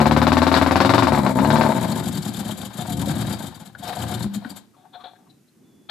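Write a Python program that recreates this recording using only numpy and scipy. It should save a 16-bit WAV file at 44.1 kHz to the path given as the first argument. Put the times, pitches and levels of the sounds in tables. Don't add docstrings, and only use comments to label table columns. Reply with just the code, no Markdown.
import sys
import numpy as np
from scipy import signal
from scipy.fft import rfft, irfft, next_fast_len
from scipy.io import wavfile

SR = 44100
rng = np.random.default_rng(int(sys.argv[2]) if len(sys.argv) > 2 else 0)


def transcribe(signal):
    frames = np.atleast_2d(signal).T
    limited = np.clip(frames, -1, 1)
    pcm = np.round(limited * 32767).astype(np.int16)
    wavfile.write(sys.argv[1], SR, pcm)


N = 260190
T = np.arange(N) / SR
THROTTLE_SHUTS_S = (1.1, 1.35)
COASTING_S, LAST_FIRING_S, STALL_S = 1.735, 2.01, 4.245

def amp(db):
    return 10 ** (np.asarray(db) / 20)

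def unit(x):
    return x / np.sqrt(np.mean(x ** 2) + 1e-20)

def along(points, hz):
    f, v = np.transpose(points)
    return np.interp(np.log(hz + 1), np.log(f), v)

def at(rows, where=T):
    x, *columns = np.transpose(rows)
    return [np.interp(where, x, column) for column in columns]

def filtered(x, response):
    size = next_fast_len(N + SR // 2)
    return irfft(rfft(x, size) * response(np.fft.rfftfreq(size, 1 / SR)), size)[..., :N]

def body(modes):
    return lambda f: sum((-1) ** k * amp(db) * 1j * f * width / (hz * hz - f * f + 1j * f * width)
                         for k, (hz, width, db) in enumerate(modes))

def ringing(modes):
    hz, width, db = np.transpose(modes)[:, :, None]
    drift = filtered(rng.standard_normal((len(modes), N)), lambda f: 1 / (1 + (f / 70) ** 4))
    phase = 2 * np.pi * hz * T + np.cumsum(drift, axis=1) * np.sqrt(2 * np.pi * width / SR)
    return unit(np.sum(amp(db) * np.sin(phase), axis=0))

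# f/Hz, level/dB
EAR_SPREAD = [(100, -18.5), (350, -3.5), (700, -13.5), (1400, -4), (2800, -5.5), (5600, -5), (9000, -2)]
def noise(spectrum):
    shape = lambda f: amp(along(spectrum, f)) * np.array([np.ones(len(f)), amp(along(EAR_SPREAD, f))])
    mid, side = filtered(rng.standard_normal((2, N)), shape)
    return np.array([mid + side, mid - side]) / np.std(mid)

def pulse(spectrum, size=2048):
    cepstrum = irfft(np.log(amp(along(spectrum, np.fft.rfftfreq(size, 1 / SR)))))
    cepstrum[1:size // 2] *= 2
    cepstrum[size // 2:] = 0
    pop = irfft(np.exp(rfft(cepstrum)))
    return pop / np.linalg.norm(pop)

def train(times, sizes):
    return np.bincount(np.clip(np.round(times * SR).astype(int), 0, N), sizes, N + 1)[:N]

def convolve(x, sound):
    size = next_fast_len(N + len(sound))
    return irfft(rfft(x, size) * rfft(sound, size), size)[..., :N]

def burst(t, rise, decay):
    return np.clip(t / rise, 0, 1) ** 2 * np.exp(-np.maximum(t - rise, 0) / decay)

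def fade(start, end):
    return np.clip((end - T) / (end - start), 0, 1)

def echoed(x, walls):
    return x + sum(gain * np.roll(x, round(s * SR), -1) * (T >= s) for s, gain in walls)

# t/s, speed/rpm
CRANK_SPEED = [(0.0, 2160.6), (0.43, 2455.9), (0.64, 2465.0), (0.99, 2810.0), (1.16, 2111.2),
               (1.36, 1879.5), (1.48, 2181.7), (1.64, 2285.1), (1.84, 1695.4), (2.34, 982.2),
               (2.39, 1115.8), (2.72, 675.0), (3.02, 1418.3), (3.17, 1131.3), (3.32, 985.4), (3.72, 396.6),
               (3.81, 621.5), (4.16, 1121.4), (4.36, 592.1)]
def crank():
    rpm, = at(CRANK_SPEED)
    return 2 * np.cumsum(rpm * (T < CRANK_SPEED[-1][0])) / 60 / SR - .1

def strokes(start, end):
    s = T[np.flatnonzero(np.diff(np.floor(crank())))]
    cylinder = np.arange(len(s)) % 4
    heard = (s >= start) & (s < end)
    return s[heard], cylinder[heard], at(CRANK_SPEED, s[heard])[0]

# t/s, boom level/dB, pop level/dB
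FIRING_LEVELS = [(0, -21, -27), (.4, -22.5, -30.5), (.6, -23.5, -29), (1.05, -25.5, -28.5), (1.2, -22, -28),
                 (1.33, -28, -30), (1.45, -21, -31.5), (1.66, -29, -27), (1.8, -31.5, -37),
                 (2.0, -45, -39.5)]
BOOM_MULTIPLES = [1, 1.25, 1.5, 2, 2.25, 3, 3.25, 3.5, 4]
# throttle open level/dB, throttle shut level/dB
BOOM_LEVELS = [(3, 0.5), (-4.5, -26), (-10.5, -5), (-3, -1.5), (-11, -11), (3.5, 0), (0, -23.5),
               (-2.5, -16.5), (-5, 0)]
# f/Hz, level/dB
PIPE_COLOUR = [(55, -20), (70, -11), (82, -8), (93, -8.5), (101, -14.5), (115, 3), (130, -4.5), (150, -0.5),
               (165, -9), (180, -9), (197, 2.5), (215, -2), (245, -3.5), (275, -2.5), (303, -6.5),
               (330, -15), (370, -5)]
def boom(lag_strokes=1.07, waver_db=2.5):
    level, _ = at(FIRING_LEVELS)
    firing_hz = 2 * at(CRANK_SPEED)[0] / 60
    throttle, done = fade(*THROTTLE_SHUTS_S), crank()
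    wavers = unit(filtered(rng.standard_normal((len(BOOM_LEVELS), N)), lambda f: np.exp(-f / 20)))
    out = np.zeros(N)
    for multiple, (open_db, shut_db), waver in zip(BOOM_MULTIPLES, BOOM_LEVELS, wavers):
        db = level + shut_db + throttle * (open_db - shut_db)
        db += along(PIPE_COLOUR, multiple * firing_hz) + waver_db * waver
        out += np.sqrt(2) * amp(db) * np.cos(2 * np.pi * multiple * (done - lag_strokes))
    return out * fade(COASTING_S, LAST_FIRING_S)

# pop level/dB, hiss level/dB, thump level/dB
CYLINDER_LEVELS = [(6, -5.5, -0.5), (3.5, -3.5, 1.5), (-10, -1, 0.5), (-6.5, -19.5, -41)]
# t/s, bark level/dB, rasp level/dB
BARK_LEVELS = [(0, -15, -28), (.3, -15.5, -25.5), (.66, -16, -28.5), (.8, -13.5, -24.5),
               (1.0, -14.5, -24.5), (1.18, -18.5, -40.5), (1.42, -17.5, -31), (1.72, -22, -47),
               (1.79, -28.5, -60.5), (2.0, -30.5, -51)]
MISSED_BARKS = [1.204, 1.325]
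# t/s, bark level/dB, rasp level/dB
HARD_FIRINGS = [(.539, -14, -23), (1.147, -21, -32), (1.264, -16.5, -33), (1.503, -17, -25),
                (1.557, -17.5, -27.5), (1.61, -15, -26.5), (1.636, -21.5, -41.5)]
def firings(handover_s=1.19):
    s, cylinder, _ = strokes(0, LAST_FIRING_S)
    nearest = lambda when: np.argmin(np.abs(s - when))
    barks = cylinder == np.where(s < handover_s, 0, 2)
    level, rasp_level = at(BARK_LEVELS, s)
    for when in MISSED_BARKS:
        barks[nearest(when)] = False
    for when, db, rasp_db in HARD_FIRINGS:
        k = nearest(when)
        barks[k], level[k], rasp_level[k] = True, db, rasp_db
    pop_db = np.array(CYLINDER_LEVELS)[cylinder[~barks], 0]
    return s[barks], level[barks], rasp_level[barks], s[~barks], pop_db

def dispersed(x):
    return filtered(x, lambda f: np.exp(-1j * np.pi * f ** 2 * .0025 / 4000))

# f/Hz, level/dB
PUSH_COLOUR = [(60, -31), (200, 8), (270, -9), (310, -5), (350, 6), (440, -13), (600, -21.5), (3000, -68)]
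POP_COLOUR = [(60, -34.5), (250, 10.5), (450, -2), (550, 2), (650, 4.5), (800, -24.5), (880, 7),
              (1020, -2.5), (1250, -39.5), (1600, -10), (3000, -66), (6000, -68), (10000, -87)]
SWIRL_COLOUR = [(60, -25.5), (200, 0), (270, -21), (350, 2), (450, -20), (530, 5.5), (760, -1), (950, 1),
                (1250, -2.5), (1700, -16), (2300, -11), (3000, -37), (4000, -14.5), (6200, -35.5),
                (10000, -54)]
# delay/s, gain
PIPE_ECHOES = [(.0078, .7), (.0089, .25), (.0104, -.25)]
def exhaust(jitter_s=.00012, pop_scatter_db=1.5, bark_scatter_db=.5):
    bark_s, bark_db, rasp_db, pop_s, pop_db = firings()
    _, pop_level = at(FIRING_LEVELS)
    timing, strength = rng.standard_normal((len(pop_s), 2)).T
    uneven_db = bark_scatter_db * rng.standard_normal(len(bark_s))
    pop_s = pop_s + jitter_s * timing
    pops = train(pop_s, amp(29 + pop_db + pop_scatter_db * strength)) * amp(pop_level)
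    throttle = fade(*THROTTLE_SHUTS_S)
    blows = train(bark_s, amp(27 + bark_db + uneven_db)) + throttle * pops
    push = amp(-5) * convolve(blows, pulse(PUSH_COLOUR))
    hollow = amp(2) * convolve((1 - throttle) * pops, pulse(POP_COLOUR))
    swirl = amp(-33) * convolve(blows + pops, burst(T[:4096], .002, .013)) * noise(SWIRL_COLOUR)
    snap, chirp = crack(bark_s, rasp_db)
    gas = rasp(bark_s, rasp_db + 2 * uneven_db)
    hiss = leak(bark_s, pop_s, pop_db + 2 * strength)
    outlet = echoed(gas + dispersed(chirp - push - hollow), PIPE_ECHOES)
    return outlet - amp(-.5) * dispersed(tailpipe(blows)) + snap + swirl + hiss

# f/Hz, width/Hz, level/dB
TAILPIPE_TONES = [(535, 22, 16), (660, 38, 19.5), (760, 45, 20), (890, 35, 22), (1006, 40, 19.5),
                  (1120, 28, 14.5), (1330, 28, 10), (1530, 35, 3), (1790, 25, 0), (1940, 25, 1),
                  (2099, 23, 3), (2244, 18, 3), (2375, 34, 0)]
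def tailpipe(blows, usual_rpm=2480):
    t = T[:4096]
    ring = filtered(signal.unit_impulse(N), lambda f: sum(body([tone])(f) for tone in TAILPIPE_TONES))
    ring = ring[:len(t)] * (1 - .35 * np.exp(-t / .003))
    ring = signal.sosfilt(signal.butter(4, 2700, fs=SR, output="sos"), ring)
    pitch = (at(CRANK_SPEED)[0] / usual_rpm) ** .25
    out = np.zeros(N + len(t))
    for k in np.flatnonzero(blows):
        out[k:k + len(t)] += blows[k] * np.interp(t * pitch[k], t, ring)
    return out[:N]

# f/Hz, level/dB
CRACK_COLOUR = [(900, -1.5), (1600, -3.5), (2300, -5), (3000, -17.5), (3900, 4.5), (5000, -11),
                (6000, -21.5), (12000, -38)]
def crack(bark_s, rasp_db, lag_s=.0016):
    force_db = 3.5 * (rasp_db + 25)
    fronts = train(bark_s + lag_s, amp(force_db - 23))
    snap = convolve(fronts, burst(T[:1024], .0004, .0022)) * noise(CRACK_COLOUR)
    return snap, convolve(train(bark_s, amp(force_db - 7)), pulse(CRACK_COLOUR))

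# f/Hz, level/dB
RASP_COLOUR = [(700, -21), (1500, 11), (2200, -6.5), (2900, -2), (3700, 0), (4900, -4.5), (6000, -13),
               (8000, -24.5), (14000, -52.5)]
def rasp(bark_s, rasp_db, hold_s=.013, decay_s=.017):
    blast = np.exp(-np.maximum(T[:4096] - hold_s, 0) / decay_s)
    return convolve(train(bark_s, amp(rasp_db - 3.5)), blast) * noise(RASP_COLOUR)

# f/Hz, level/dB
HISS_COLOUR = [(500, 10), (1500, 6), (2700, -2), (3500, 10.5), (4500, 2), (5800, -4), (7300, 9), (9700, -1),
               (11200, 6), (14000, -4.5)]
# delay/s, gain
BAY_WALLS = [(.0013, .25), (.00205, -.15), (.0041, .18), (.0057, .15)]
def leak(bark_s, pop_s, pop_db, lead_s=.014):
    shut = 1 - np.interp(bark_s, T, fade(*THROTTLE_SHUTS_S))
    puffs = train(bark_s - lead_s * shut, amp(-39 - 2 * shut) * (bark_s < COASTING_S))
    hiss = convolve(puffs, burst(T[:8192], .0096, .021)) * noise(HISS_COLOUR)
    small_puffs = train(pop_s - .006, amp(pop_db - 44))
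    seep = convolve(small_puffs, burst(T[:2048], .0033, .016)) * noise(HISS_COLOUR)
    return echoed(hiss + seep, BAY_WALLS)

# t/s, level/dB
RUMBLE_LEVELS = [(5.15, -60), (5.33, -56), (5.5, -63.5), (5.62, -55), (5.85, -56.5)]
# f/Hz, level/dB
RUMBLE_COLOUR = [(30, -31.5), (70, -18.5), (120, -2.5), (240, 1.5), (380, -6), (520, -17), (1000, -23.5),
                 (3000, -45.5)]
AIR_COLOUR = [(30, -13), (600, -15), (1500, -6.5), (4000, -10.5), (7000, -9), (14000, -12.5)]
def background():
    level, = at(RUMBLE_LEVELS)
    whine = amp(-74) * (1 - fade(5.63, 5.65)) * ringing([(3440, 70, 0)])
    return amp(level) * noise(RUMBLE_COLOUR) + whine + amp(-68) * noise(AIR_COLOUR)

def struck(times, levels_db, modes, scatter_db, detune):
    hz, width, db = np.transpose(modes)[:, :, None]
    out, t = np.zeros(N + 2048), T[:2048]
    chance = rng.standard_normal((len(times), 2, len(modes), 1))
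    for s, level, (size, pitch) in zip(times, levels_db, chance):
        mix = amp(db + scatter_db * np.clip(size, -1.5, 1.5))
        ring = mix * np.sin(2 * np.pi * hz * (1 + detune * pitch) * t) * np.exp(-np.pi * width * t)
        out[int(s * SR):][:len(t)] += amp(level) * ring.sum(axis=0)
    return out[:N]

def rattle(modes, per_s, scatter_db, detune):
    hits = int(per_s * N / SR)
    delay, force = rng.random((hits, 2)).T
    return unit(struck((np.arange(hits) + delay) / per_s, 16 * force ** 2, modes, scatter_db, detune))

# t/s, level/dB
CLATTER_LEVELS = [(1.75, -34), (2.31, -42), (2.49, -39.5), (2.56, -44.5), (2.76, -42), (2.81, -38),
                  (2.87, -41), (2.94, -45.5), (3.13, -34), (3.28, -34.5), (3.75, -58), (3.88, -34),
                  (4.23, -39), (4.29, -50.5), (4.47, -46.5), (4.68, -65)]
# f/Hz, level/dB
RUB_COLOUR = [(240, -26.5), (400, -25), (469, -24), (515, 7), (620, -18), (728, 7.5), (850, -1),
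              (1170, -4.5), (1570, -3.5), (2000, -11.5), (2390, -11), (2710, -60.5), (3000, -54.5),
              (3900, -63), (6600, -120)]
RUB_AIR_COLOUR = [(1500, -8.5), (3000, 1.5), (3700, 5), (4600, 0.5), (6000, -10.5), (8000, -9.5),
                  (14000, -10.5)]
# f/Hz, width/Hz, level/dB
BRACKET_TONES = [(578, 21, -10.5), (650, 27, 4.5), (873, 23, 3), (1020, 60, 3), (1222, 42, -7),
                 (1570, 23, -5), (1744, 45, -7.5)]
def valve_gear(taps_per_s=170, stroke_db=3, cycle_db=2):
    level, = at(CLATTER_LEVELS)
    done = crank()
    load_db = stroke_db * np.cos(2 * np.pi * (done - .3))
    load_db += cycle_db * np.cos(2 * np.pi * (done - 1.67) / 4)
    taps = (rng.random(N) < taps_per_s / SR) * rng.exponential(1, N) ** .5
    grain = unit(.67 + .33 * unit(convolve(taps, burst(T[:1024], .00022, .029))))
    rubbing = amp(-4) * noise(RUB_COLOUR) + amp(-8) * echoed(noise(RUB_AIR_COLOUR), BAY_WALLS)
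    brackets = amp(-3) * rattle(BRACKET_TONES, per_s=90, scatter_db=5, detune=.04)
    heard = (1 - fade(1.47, 1.8)) * fade(4.64, 4.8)
    return amp(level - 1 + load_db * (T < STALL_S)) * heard * (grain * rubbing + brackets)

# speed/rpm, hiss level/dB, thump level/dB
STROKE_EFFORT = [(444, -47.5, -44), (680, -38.5, -31.5), (940, -35, -26.5), (1143, -33.5, -24),
                 (1440, -33, -22.5), (1910, -40, -26.5)]
# t/s, hiss level/dB, thump level/dB
CRANK_ROCKS = [(4.351, -35.5, -26), (4.506, -43.5, -33), (4.573, -40.5, -51)]
def compressions():
    s, cylinder, rpm = strokes(COASTING_S, STALL_S)
    hiss, thump = at(STROKE_EFFORT, rpm)
    _, own_hiss, own_thump = np.array(CYLINDER_LEVELS)[cylinder].T
    rocks = [(*rock, CRANK_SPEED[-1][1]) for rock in CRANK_ROCKS]
    return np.vstack([np.column_stack([s, hiss + own_hiss, thump + own_thump, rpm]), rocks]).T

# f/Hz, width/Hz, level/dB
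TICK_TONES = [(2910, 82, -7.5), (3520, 97, 6.5), (4100, 77, -6), (4377, 89, 9.5)]
def sputter(crackles_per_s=3000):
    chance, size = rng.random(N), rng.standard_normal(N)
    grit = (chance < crackles_per_s / SR) * np.sign(size) * amp(4 * np.minimum(np.abs(size), 2))
    crackles = unit(convolve(grit, pulse(HISS_COLOUR)))
    ticks = rattle(TICK_TONES, per_s=170, scatter_db=6, detune=.12)
    return amp(-1) * noise(HISS_COLOUR) + amp(-3) * crackles + amp(-8) * ticks

# f/Hz, width/Hz, level/dB
BLOCK_TONES = [(84.6, 32, -13.5), (118, 24.46, -3), (159.9, 25.6, -4.5), (202.4, 25.4, 2),
               (284.3, 34.9, -8.5), (352.6, 15.2, -12.5)]
def coasting(hiss_lead_s=.0035, thump_lag_s=.0018, shudder_s=.0017):
    s, hiss_db, thump_db, rpm = compressions()
    uneven_db = rng.standard_normal((len(s), 2))
    slowness = np.clip(1250 / rpm, .7, 1.4)
    power = np.zeros(N)
    for when, db, stretch in zip(s - hiss_lead_s, hiss_db + uneven_db[:, 0], slowness):
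        near = slice(int((when - .05) * SR), int((when + .15) * SR))
        t = (T[near] - when) / stretch
        puff = np.where(t < 0, np.exp(-(t / .0048) ** 2 / 2), 1 / np.cosh(t / .0078))
        power[near] += (amp(db) * puff) ** 2
    late = thump_lag_s + shudder_s * rng.standard_normal(len(s))
    blows = train(s + late, amp(thump_db + uneven_db[:, 1]))
    soft_push = lambda f: body(BLOCK_TONES)(f) / (1 + 1j * f / 900) ** 3
    ring = filtered(signal.unit_impulse(N), soft_push)[:SR // 3]
    thumps = amp(-7.5) * convolve(blows, ring / np.std(ring[:1000]))
    churn = amp(-5) * convolve(blows, burst(T[:8192], .0032, .029)) * ringing(BLOCK_TONES)
    return echoed(np.sqrt(power) * sputter(), BAY_WALLS) + thumps + churn

# pitch ratio, level/dB
PING_TONES = [(1, -3), (0.96, -11.5), (1.1, -14)]
def pings(hits, gain_db, rise_s, decay_s):
    out, t = np.zeros(N), T[:4096]
    for s, level, hz in hits:
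        ring = sum(amp(db) * np.sin(2 * np.pi * ratio * hz * t) for ratio, db in PING_TONES)
        out[int(s * SR):][:len(t)] += amp(level + gain_db) * ring * burst(t, rise_s, decay_s)
    return out

# t/s, level/dB, f/Hz
CLINK_HITS = [(1.9192, -22.5, 4310), (1.9965, -29, 3990), (2.0798, -36, 4250), (2.1556, -34, 3760),
              (2.1746, -27, 4650), (2.226, -26.5, 4500), (2.2804, -37, 3800), (2.3467, -27, 3600),
              (2.3956, -37.5, 2900), (2.5108, -22, 3220), (2.6545, -32, 3050), (2.7842, -34, 3550),
              (2.7982, -25.5, 3550), (2.9254, -40, 3440), (2.9987, -37.5, 3910), (3.0626, -40, 3620),
              (3.105, -37, 3700), (3.2097, -28, 3620), (3.2691, -27, 3820), (3.4677, -29.5, 3630),
              (3.8303, -31, 3350), (3.8792, -27, 3930), (4.0239, -23.5, 3120), (4.1411, -25.5, 3100),
              (4.2055, -29, 3750), (4.2254, -25, 4410)]
def clinks():
    return pings(CLINK_HITS, gain_db=-4, rise_s=.0004, decay_s=.0061)

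# t/s, level/dB, decay/s
LURCHES = [(2.46, -35, 0.013), (2.791, -31, 0.014), (2.872, -33, 0.066), (3.012, -39, 0.012),
           (3.065, -47, .04), (3.816, -34, 0.025), (3.86, -31, 0.013), (3.895, -28, 0.018),
           (3.959, -29.5, 0.019), (4.02, -39, 0.042), (4.094, -32, 0.034), (4.41, -46, 0.049)]
# f/Hz, width/Hz, level/dB
PANEL_TONES = [(485, 13.9, -7), (720, 17.16, 7.5), (900, 28, -3), (958, 37, -31)]
def panel():
    return sum(amp(db) * burst(T - s, .015, decay) for s, db, decay in LURCHES) * ringing(PANEL_TONES)

# t/s, level/dB
DRONE_LEVELS = [(2.86, -40), (2.93, -27), (3.1, -30.5), (3.25, -31), (3.35, -28.5), (3.4, -67), (3.95, -42),
                (4.01, -34), (4.21, -29.5), (4.27, -30)]
# f/Hz, width/Hz, level/dB
INTAKE_TONES = [(85, 23, -3), (124.1, 20.63, 1.5), (195.2, 19.57, -2.5), (280, 32.5, -5.5),
                (345, 29.2, -13), (530, 42, -16)]
def drone(throb_db=1):
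    level, = at(DRONE_LEVELS)
    heard = (T > DRONE_LEVELS[0][0]) & (T < DRONE_LEVELS[-1][0])
    return amp(level + throb_db * np.cos(2 * np.pi * crank())) * heard * ringing(INTAKE_TONES)

# t/s, level/dB, f/Hz
CLANK_HITS = [(3.024, -26.5, 933), (3.074, -25, 554), (3.113, -38, 630), (3.247, -30, 684), (3.3, -32, 860)]
def clanks():
    return pings(CLANK_HITS, gain_db=0, rise_s=.002, decay_s=.015)

def scraped(modes):
    return unit(filtered(rng.standard_normal(N), lambda f: body(modes)(f) / (1 + (f / 4700) ** 12)))

# t/s, level/dB
KNOCK_HITS = [(3.749, -28), (4.447, -22), (4.462, -48), (5.895, -31.5)]
# f/Hz, width/Hz, level/dB
KNOCK_TONES = [(718, 99, -4), (1447, 58, 7.5), (1723, 57, 4.5), (2150, 220, -21), (3720, 910, -19.5)]
def knocks():
    return sum(amp(db - 5) * burst(T - s, .0016, .006) for s, db in KNOCK_HITS) * scraped(KNOCK_TONES)

# t/s, level/dB, starting f/Hz, decay/s
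LAST_SQUEEZES = [(4.15, -37, 202.6, 0.033), (4.241, -18.5, 209.5, 0.05), (4.355, -19, 208, 0.021),
                 (4.444, -23.5, 248, 0.0033), (4.496, -28, 200, 0.01)]
def groan(sag_hz_per_s=130, roughness=.13):
    out, t = np.zeros(N), T[:SR // 4]
    for s, level, hz, decay in LAST_SQUEEZES:
        phase = 2 * np.pi * np.cumsum(hz - sag_hz_per_s * t) / SR
        tone = np.sin(phase) + amp(-22) * np.sin(1.4 * phase)
        out[int(s * SR):][:len(t)] += amp(level) * burst(t, .017, decay) * tone
    flutter = unit(filtered(rng.standard_normal(N), lambda f: np.exp(-f / 40)))
    return out * (1 + roughness * flutter)

# t/s, f/Hz, level/dB, half-length/s
SQUEAK_NOTES = [(4.75, 1164, -62, 0.0083), (5.013, 1160, -52, 0.014), (5.163, 1620, -62, 0.0081),
                (5.273, 1102, -64, 0.0076), (5.307, 4000, -59, 0.0076), (5.49, 4050, -70, 0.0076)]
def squeaks():
    waver = .13 * np.cumsum(rng.standard_normal(N))
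    return sum(amp(db + 6) * np.exp(-((T - s) / width) ** 2 / 2) * np.sin(2 * np.pi * hz * T + waver)
               for s, hz, db, width in SQUEAK_NOTES)

# t/s, level/dB, extra treble/dB, rise/s, decay/s
CLUNK_HITS = [(4.763, -55.5, -7, 0.003, 0.11), (4.834, -48.5, -37, 0.022, 0.011),
              (4.921, -39, -1.5, 0.027, 0.021), (5.0, -54, 7, 0.0078, 0.021),
              (5.034, -38.5, -1.5, 0.0092, 0.041), (5.185, -59, -32, 0.0044, 0.081),
              (5.886, -34.5, 14, 0.015, 0.044)]
# f/Hz, width/Hz, level/dB
DULL_TONES = [(528, 45, -12), (736, 25, 6.5), (894, 37, -2), (1137, 74, -11.5), (1510, 100, -17),
              (1670, 150, -18.5)]
TINNY_TONES = [(1400, 160, -3), (2400, 170, -12), (3400, 200, 0), (3780, 220, -1), (4150, 200, -2),
               (4400, 200, -10)]
def clunks():
    dull = bright = 0
    for s, db, treble_db, rise, decay in CLUNK_HITS:
        swell = amp(db) * burst(T - s, rise, decay)
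        dull += swell
        bright += amp(treble_db - 5) * swell
    return dull * scraped(DULL_TONES) + bright * scraped(TINNY_TONES)

# t/s, level/dB, extra treble/dB
SETTLING_HITS = [(4.938, -49, -3), (4.951, -55, 3), (4.958, -39.5, -8), (5.004, -54, 4), (5.039, -41, -2),
                 (5.043, -42, 8), (5.058, -38, 2), (5.071, -46, 0), (5.135, -45, -9)]
def settling():
    s, level, treble_db = np.transpose(SETTLING_HITS)
    dull = struck(s, level - 6, DULL_TONES, scatter_db=1.5, detune=.015)
    bright = struck(s, level + treble_db - 8, TINNY_TONES, scatter_db=2.5, detune=.04)
    return filtered(dull + bright, lambda f: 1 / (1 + (f / 4800) ** 5))

# f/Hz, time to fade by 60 dB/s
YARD_DECAY = [(100, 0.78), (1000, 0.062), (4000, 0.34), (12000, 0.014)]
def yard(x):
    hz, t, bands = signal.stft(rng.standard_normal(SR // 2), SR, nperseg=256)
    fade_s = np.maximum(along(YARD_DECAY, hz), .02)[:, None]
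    _, tail = signal.istft(bands * amp(-60 * t / fade_s), SR, nperseg=256)
    return convolve(x, np.pad(tail / np.linalg.norm(tail), (600, 0)))

# f/Hz, level/dB
LEFT_LEAD = [(60, 0.5), (170, 4), (350, 6.5), (700, 10), (1400, 10.5), (2800, 8.5), (5600, 12), (11000, 12)]
def placed(x, tail_db=-17):
    direct = filtered(x, lambda f: 2 / (1 + amp(np.outer([-1, 1], along(LEFT_LEAD, f)))))
    return direct + amp(tail_db) * np.array([yard(ear) for ear in direct])

def scene():
    engine = boom() + exhaust() + coasting() + drone() + groan() + valve_gear()
    engine = filtered(engine, lambda f: 1 - .7 / (1 + (f / 58) ** 8))
    loose_parts = panel() + clinks() + clanks() + squeaks() + knocks() + clunks() + settling()
    return placed(engine + loose_parts) + background()

def record(dry):
    x = signal.sosfilt(signal.butter(2, 58, "highpass", fs=SR, output="sos"), dry)
    x = x / (1 + np.abs(x / .85) ** 6) ** (1 / 6)
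    return filtered(x, lambda f: f < 14050)

dry = scene()
out = record(dry)
transcribe(out)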